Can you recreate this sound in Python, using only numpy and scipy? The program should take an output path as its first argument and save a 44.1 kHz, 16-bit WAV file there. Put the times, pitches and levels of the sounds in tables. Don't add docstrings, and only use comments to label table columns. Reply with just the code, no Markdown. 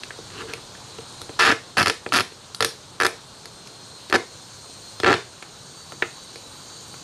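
import sys
import numpy as np
from scipy import signal
from scipy.io import wavfile
from scipy.ndimage import uniform_filter1d

SR = 44100
rng = np.random.default_rng(int(sys.argv[2]) if len(sys.argv) > 2 else 0)


def ratio_of_db(decibels):
    return 10 ** (np.asarray(decibels, float) / 20)


def bounce(signal):
    frames = np.transpose(np.atleast_2d(signal))
    limited = np.clip(frames, -1, 1)
    pcm = np.round(limited * 32767).astype(np.int16)
    wavfile.write(sys.argv[1], SR, pcm)


N = 310023


def rms_one(x):
    return x / np.sqrt(np.mean(x ** 2) + 1e-20)


def in_time(rows):
    s, *columns = np.transpose(rows)
    return [np.interp(np.arange(N) / SR, s, column) for column in columns]


def at_hz(points, hz):
    table_hz, value = np.transpose(points)
    return np.interp(np.log(hz), np.log(table_hz), value)


def drift(rate):
    r = np.exp(-80 * np.pi * rate / SR)
    white = rng.standard_normal(N // 40 + 2002)
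    slow = signal.lfilter([1], [1, -2 * r, r * r], white)[2000:]
    return np.interp(np.arange(N) / 40, np.arange(len(slow)), rms_one(slow - slow.mean()))


def ring(clicks, hz, t60):
    r, w = ratio_of_db(-60 / (t60 * SR)), 2 * np.pi * hz / SR
    return signal.lfilter([0, np.sin(w)], [1, -2 * r * np.cos(w), r * r], clicks + 1e-18)


def band(x, low_hz, high_hz):
    return signal.sosfilt(signal.butter(2, [low_hz, high_hz], "band", fs=SR, output="sos"), x)


def noise_band(low_hz, high_hz):
    return band(rng.standard_normal(N), low_hz, high_hz)


def slips():
    # (time [s], ring level [dB], snap level [dB])
    lone = [(1.8084, -10, -20), (1.8168, -10, -18), (1.828, -13.5, -13), (1.8595, -7, -13.5),
            (1.8707, -4, -11.5), (1.8807, -11, -13), (1.8975, -9.5, -13.5), (2.1225, -9.5, -25),
            (2.1301, -22, -18), (2.1776, -14, -13.5), (2.1864, -8.5, -19), (2.197, -13, -15),
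            (2.2054, -11.5, -13), (2.606, -9.5, -10), (2.6243, -10, -12), (2.6464, -10.5, -9),
            (3.001, -9.5, -21), (3.0115, -10, -21), (3.0203, -9.5, -20), (3.0328, -12, -16),
            (3.0482, -12, -16), (3.0533, -8, -15.5), (3.0646, -9.5, -11.5), (4.1261, -6.5, -17),
            (5.0336, -15, -25), (5.0449, -8.5, -21), (5.1177, -15, -20), (5.1278, -2, -11),
            (5.139, -8, -15), (6.023, -11, -24.5)]
    # (start [s], end [s], slips [count], first snap [dB], last snap [dB])
    runs = [
        (1.3945, 1.522, 27, -17, -23),
        (1.7698, 1.799, 7, -21, -19),
        (2.1369, 2.1699, 7, -17, -14),
        (4.1384, 4.1579, 5, -21, -17),
        (5.062, 5.1105, 10, -22, -23),
    ]
    jitter, spread_db = 0.16, 1.8
    rows = list(lone)
    for start, end, count, first_db, last_db in runs:
        along = np.linspace(0, 1, count)
        chance = rng.standard_normal((count, 3)).clip(-2, 2)
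        s = start + (end - start) * (along + jitter * chance[:, 0] * (along > 0) / count)
        ring_db = -11.5 + spread_db * chance[:, 1]
        snap_db = first_db + (last_db - first_db) * along + spread_db * chance[:, 2]
        rows += list(zip(s, ring_db, snap_db))
    return tensioned(*np.transpose(sorted(rows)))


def tensioned(s, ring_db, snap_db):
    # (start [s], end [s], first block thump [dB], last block thump [dB], fizz [dB re snap])
    pulls = [
        (1.392, 1.535, -30, -18.5, -15),
        (1.755, 1.841, -17.5, -22, -9.5),
        (1.851, 1.903, -20, -15, -5.5),
        (2.12, 2.22, -21, -24.5, -11),
        (2.6, 2.652, -14, -16.5, -8.5),
        (3.0, 3.07, -20.5, -20, -7.5),
        (4.125, 4.157, -9.5, -17, -13.5),
        (5.03, 5.14, -14.5, -13, -23),
        (6.018, 6.03, -18.5, -16, -21),
    ]
    # (ring centre [Hz], upward stray of slips [octaves],
    # first block centre [Hz], last block centre [Hz])
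    tension = [(1420, 0.13, 560, 200), (1400, .14, 198, 200), (1340, 0.21, 520, 535), (1360, 0.2, 320, 300),
               (1490, 0.056, 490, 440), (1555, .02, 400, 470), (1560, 0.028, 416, 350),
               (1460, 0.066, 378, 355), (1340, 0.21, 350, 390)]
    start, end, first_db, last_db, fizz_db = np.transpose(pulls)
    ring_hz, stray, first_hz, last_hz = np.transpose(tension)
    pull = np.searchsorted(start - .01, s) - 1
    along = np.clip((s - start[pull]) / (end - start)[pull], 0, 1)
    chance = rng.standard_normal((len(s), 3))
    thump_db = first_db[pull] + (last_db - first_db)[pull] * along + 1.5 * chance[:, 0]
    centre_hz = ring_hz[pull] * 2 ** (stray[pull] * np.abs(chance[:, 1]))
    fizz_db = snap_db + fizz_db[pull] + 2.5 * chance[:, 2]
    block_hz = first_hz[pull] + (last_hz - first_hz)[pull] * along
    pure_db = 12 - 28 * stray[pull]
    return np.transpose([s, ring_db, centre_hz, thump_db, snap_db, fizz_db, block_hz, pure_db])


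def rasp(slipping):
    # (start [s], end [s], level [dB re the slips around])
    stretches = [
        (1.391, 1.516, -8.5),
        (1.774, 1.815, -8),
        (4.144, 4.162, -7.5),
    ]
    rows = []
    for start, end, db in stretches:
        s = np.arange(start, end, .004)
        s = s + 0.00099 * rng.uniform(-0.85, 1, len(s))
        between = [np.interp(s, slipping[:, 0], column) for column in slipping.T[1:]]
        rows += list(np.transpose([s] + between) + [0, db, 0, 2 * db, db, db, 0, 0])
    return rows


def strike(s, level_db, modes, spread_db, damping, rise_s, scatter, centre_hz=None, skirt_db=7):
    hz, mode_db, t60 = np.transpose(modes)
    t = np.arange(int(SR * t60.max()))[:, None, None] / SR
    chance = rng.standard_normal((len(s), 3, len(modes)))
    if centre_hz is not None:
        octaves = np.log2(hz / centre_hz[:, None])
        mode_db = mode_db - np.minimum(40 * octaves ** 2, np.reshape(skirt_db, (-1, 1)))
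    gain = ratio_of_db(mode_db + spread_db * chance[:, 0] - 60 * t / (t60 * damping))
    phase = 2 * np.pi * hz * (1 + .013 * chance[:, 1]) * t + scatter * chance[:, 2]
    onset = 1 - np.exp(-(t[:, 0] / rise_s) ** 2)
    rings = np.sum(gain * np.sin(phase), axis=2) * onset
    rings *= ratio_of_db(level_db) / np.abs(rings).max(axis=0)
    out = np.zeros(N)
    np.add.at(out, np.round(s * SR).astype(int) + np.arange(len(t))[:, None], rings)
    return out


def cracks(table, damping, gain_db):
    # (frequency [Hz], level [dB], time to fall 60 dB [s])
    buckle = [(1000, -5, 0.021), (1239, 4, 0.0084), (1340, 2, 0.013), (1602, -6.5, 0.021),
              (1729, 3.5, 0.012), (1948, 7, 0.0054), (2212, -1.5, 0.019), (2410, 0, 0.018),
              (2718, 2.5, 0.014), (3020, 10.5, 0.0056)]
    block = [(116, -12, 0.077), (170.3, -5, 0.04), (276.5, -5, 0.041), (391, 1, 0.031),
             (456.5, -4.5, 0.055), (510, -2.5, 0.035), (629, -5.5, 0.012), (788, 2, 0.026)]
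    snap = [(3350, 1, .014), (3780, 1, .016), (4280, 0, .016), (4650, -2, .015), (5050, -1, .015),
            (5500, -2, .013), (6000, -2, .013), (6700, -4, .012), (7500, -5, .011)]
    fizz = [(8500, -4, .011), (9200, 0, .012), (9800, 0, .012), (10400, -1, .012), (11300, -5, .01),
            (12500, -9, .009), (14000, -12, .007)]
    s, ring_db, centre_hz, thump_db, snap_db, fizz_db, block_hz, pure_db = np.transpose(table)
    snap_hz = 3900 * 2 ** (np.clip(fizz_db - snap_db + 20, 0, 8) / 28)
    body = -strike(s - .0004, ring_db + 2.0, buckle, 1.0, damping, .0008, .15, centre_hz, skirt_db=pure_db)
    body += strike(s, thump_db + 0.5, block, 2.67, damping, 0.0031, 0.37, block_hz, skirt_db=7.5)
    bright = strike(s - .0002, snap_db + 2.5, snap, 3.8, damping, 0.001, 1.34, snap_hz, skirt_db=7.0)
    bright += strike(s, fizz_db + 1.5, fizz, 2.4, damping, 0.0009, 1.0)
    rattle = rms_one(noise_band(150, 2700))
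    return ratio_of_db(gain_db) * (body * (1 + .08 * rattle) + bright * (1 + .45 * rattle))


def ticks_and_knocks():
    # (time [s], ring level [dB], ring centre [Hz], block thump [dB], snap level [dB])
    ticks = [(0.5357, -17.5, 2320, -26, -21.5), (1.2156, -26, 1340, -29, -22.5),
             (2.5464, -24, 1310, -47, -16.5), (3.456, -26.5, 1420, -33, -26.5),
             (3.6728, -31.5, 2490, -51, -30.5), (4.0985, -25, 1960, -26, -22),
             (4.1093, -24, 1570, -28, -35), (5.425, -21.5, 1970, -28.5, -29), (5.921, -22, 1340, -25, -27),
             (6.3575, -30, 2100, -26.5, -29), (6.9405, -26, 1030, -32, -33)]
    knocks = [(0.0344, -19.5, 2740, -34, -25), (0.1062, -21.5, 1720, -34, -45),
              (0.1874, -38, 1300, -24.5, -42), (0.3032, -29.5, 1400, -52, -34),
              (0.751, -31, 1680, -57, -38), (0.9853, -26, 1020, -24, -37), (1.2926, -28, 1000, -24, -40),
              (1.533, -37, 1350, -29, -35), (2.063, -13.5, 1480, -11, -32), (2.089, -44, 1450, -25, -24),
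              (2.3199, -35, 2210, -30, -38), (3.1278, -40, 1410, -27, -38),
              (5.0003, -17.5, 1510, -18.5, -16)]
    block_hz, pure_db = 395, 7
    rows = []
    for blows, fizz_re_snap_db in [(ticks, -6.5), (knocks, -18.5)]:
        for blow in blows:
            rows.append(tuple(blow) + (blow[-1] + fizz_re_snap_db, block_hz, pure_db))
    return cracks(rows, damping=0.7, gain_db=-3.5)


def hands():
    # (time [s], pressure [dB])
    rubbing = [
        (0.3, -51.5),
        (0.418, -33.5),
        (0.456, -61),
        (0.496, -37.5),
        (0.554, -46.5),
        (0.64, -61),
    ]
    scrape_db, = in_time(rubbing)
    t = np.arange(N) / SR
    fall_db = 66 * t
    rumble_db = -5 + np.maximum.accumulate(scrape_db + fall_db) - fall_db
    active = (t > rubbing[0][0]) & (t < rubbing[-1][0])
    size_db = 3.0 * np.minimum(rng.exponential(1, N), 4)
    grains = (rng.random(N) < 2200 / SR) * ratio_of_db(size_db) * rng.choice([-1, 1], N)
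    scrape = ring(grains, 1570, 0.0031) + 0.59 * ring(grains, 2780, 0.0037) + 0.33 * ring(grains, 4050, 0.0035)
    rumble = ring(grains, 443, 0.019) + 0.31 * ring(grains, 160, 0.022)
    return active * (ratio_of_db(scrape_db) * rms_one(scrape) + ratio_of_db(rumble_db) * rms_one(rumble))


def near_insect():
    # (time [s], effort [dB], pulse depth [0-1], unevenness of the pulses [dB])
    song = [(.17, -58.5, 0.3, 3), (.8, -63, .36, 5.5), (1.1, -53, 0.2, -3.5), (1.67, -58, 0.4, -2),
            (2.85, -55.5, .46, -27), (3.3, -57.5, 0, 2.5), (3.9, -52, 0, -15), (4.3, -53, 0.1, -9),
            (4.65, -50.5, 0, -11), (4.9, -46, .02, -22), (5.35, -55.5, .46, -13), (5.65, -52.5, 0.6, -20),
            (5.8, -50.5, .98, -16), (6.2, -54.5, 1, -22), (6.9, -53.5, 1, -44)]
    # (time [s], rate [pulses per s])
    wing_rate = [(0, 149.7), (.8, 149.7), (1.1, 148.6), (2.4, 148.9), (3.3, 149.8), (5.6, 150.7),
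                 (5.8, 151.3), (7.03, 151.5)]
    # (multiple of the rate, level [dB re the main even lines])
    overtones = [(24, -11), (32, -10), (54, -10), (56, -8), (58, -11), (76, -25), (78, -23), (80, -22),
                 (82, -26)]
    effort_db, depth, uneven_db = in_time(song)
    mid_db = effort_db - 6.5 * depth
    high_db = effort_db - 6.5 * (1 - depth)
    low_db = high_db - 0.5
    odd_db = effort_db + uneven_db
    even_db = 10 * np.log10((ratio_of_db(low_db) ** 2 + ratio_of_db(mid_db) ** 2 + ratio_of_db(high_db) ** 2) / 3)
    rate_hz, = in_time(wing_rate)
    phase = 2 * np.pi * np.cumsum(rate_hz * (1 + .0008 * drift(8.0))) / SR
    lines = [(26, low_db), (28, mid_db), (30, high_db)]
    lines += [(k, odd_db + 1 - 2.4 * abs(k - 28)) for k in range(23, 36, 2)]
    lines += [(k, even_db + db) for k, db in overtones]
    buzz = np.zeros(N)
    for k, db in lines:
        level = np.sqrt(2) * ratio_of_db(db + 3 * drift(8.0))
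        buzz += level * np.sin(k * phase + 2 * np.pi * rng.random())
    return buzz


def chorus():
    # (centre [Hz], width [Hz], level [dB])
    singers = [(3240, 910, -9.5), (4215, 540, -3), (4990, 1700, -12), (6670, 1040, -1), (8610, 560, -6.5),
               (12060, 780, -19.5)]
    # (time [s], level [dB])
    swell = [(0, -52), (1.5, -50.5), (3, -53.5), (4.5, -48), (5.5, -47.5), (6.3, -45.5), (7.03, -44)]
    out = np.zeros(N)
    for hz, width_hz, db in singers:
        throb = ratio_of_db(db + 1.2 * drift(2.5) + 1.5 * drift(20.0))
        out += throb * rms_one(noise_band(hz - width_hz / 2, hz + width_hz / 2))
    return ratio_of_db(in_time(swell)[0]) * rms_one(out)


def air():
    # (frequency [Hz], level [dB per Hz])
    colour = [(30, -1.5), (60, -9), (121, -2), (190, -9.5), (319, -11.5), (404, -8), (632, -13.5),
              (1130, -10.5), (2060, -23.5), (4000, -15.5), (9000, -23), (11000, -40), (14000, -52)]
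    edges = 25 * 2 ** np.arange(0, 9.6, .5)
    white = rng.standard_normal((2, N))
    out = np.zeros(N)
    for k, (low, high) in enumerate(zip(edges, edges[1:])):
        level_db = at_hz(colour, np.sqrt(low * high)) + 0.48 * drift(8.0) + 1.27 * drift(19.4)
        out += ratio_of_db(level_db) * band(white[k % 2], low, high)
    return ratio_of_db(-42.5) * rms_one(out)


def yard(x, ground_db, wall_db, tail_db):
    # (frequency [Hz], time to fall 60 dB [s])
    yard_t60 = [(200, 0.19), (500, 0.27), (1500, 0.17), (3000, 0.35), (5000, 0.29), (12000, 0.24)]
    # (frequency [Hz], level [dB])
    yard_db = [(200, 8), (500, 5.5), (1200, -3), (2400, -2.5), (5000, -1.5), (12000, 4.5)]
    t = np.arange(SR // 2) / SR
    tail = np.zeros(len(t))
    for low in 100 * 2.0 ** np.arange(7):
        fade_db = at_hz(yard_db, low * 1.4) - 60 * t / at_hz(yard_t60, low * 1.4)
        tail += band(rng.standard_normal(len(t)), low, low * 1.9) * ratio_of_db(fade_db)
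    response = ratio_of_db(tail_db) * tail * np.minimum(t / .008, 1) / np.sqrt(np.sum(tail ** 2))
    echoes = np.zeros(len(t))
    echoes[[0, round(.003 * SR), round(.0055 * SR)]] = [1, ratio_of_db(ground_db), -ratio_of_db(wall_db)]
    stirring = rms_one(band(noise_band(60, 800), 60, 800))
    leaves = .6 * x + .9 * band(x * stirring, 1100, 15000)
    return (signal.fftconvolve(x, echoes) + signal.fftconvolve(leaves, response))[:N]


def scene():
    slipping = slips()
    strap = cracks(list(slipping) + rasp(slipping), damping=0.98, gain_db=2.5)
    strap += ticks_and_knocks() + hands()
    mid = yard(strap, ground_db=-17.5, wall_db=-13.5, tail_db=-9.5)
    background_top = signal.butter(12, 13100, fs=SR, output="sos")
    mid += signal.sosfilt(background_top, near_insect() + chorus() + air())
    return np.stack([mid, mid])


def band_limit(x):
    return signal.sosfilt(signal.butter(12, 16470, fs=SR, output="sos"), x)


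def record(dry):
    slow = np.exp(-1 / (.9 * SR))
    loudness = signal.lfilter([1 - slow], [1, -slow], dry[0] ** 2)
    heard = dry[0] * (1 + loudness / ratio_of_db(-27) ** 2) ** -.2
    recovery_db = 250 * np.arange(N) / SR
    over_db = np.maximum(20 * np.log10(np.abs(heard) + 1e-9) + 5.5, 0)
    held_db = np.maximum.accumulate(over_db + recovery_db) - recovery_db
    heard = heard * ratio_of_db(-.9 * uniform_filter1d(held_db, size=41, origin=-12))
    heard = signal.sosfilt(signal.butter(2, 75, "high", fs=SR, output="sos"), heard)
    heard = signal.sosfilt(signal.butter(8, 13000, fs=SR, output="sos"), heard)
    top = signal.sosfilt(signal.butter(10, 11300, "high", fs=SR, output="sos"), heard)
    flicker = np.clip(drift(7.0) - .4, 0, .5) * 2
    apart = ratio_of_db(-23) * flicker * band(heard * rms_one(noise_band(20, 200)), 800, 10000)
    apart += ratio_of_db(-11) * top
    apart += ratio_of_db(-3) * top * rms_one(band(noise_band(30, 300), 30, 300))
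    apart += ratio_of_db(-83) * rms_one(noise_band(5, 133))
    return band_limit(heard + apart * [[1], [-1]])


dry = scene()
out = record(dry)
bounce(out)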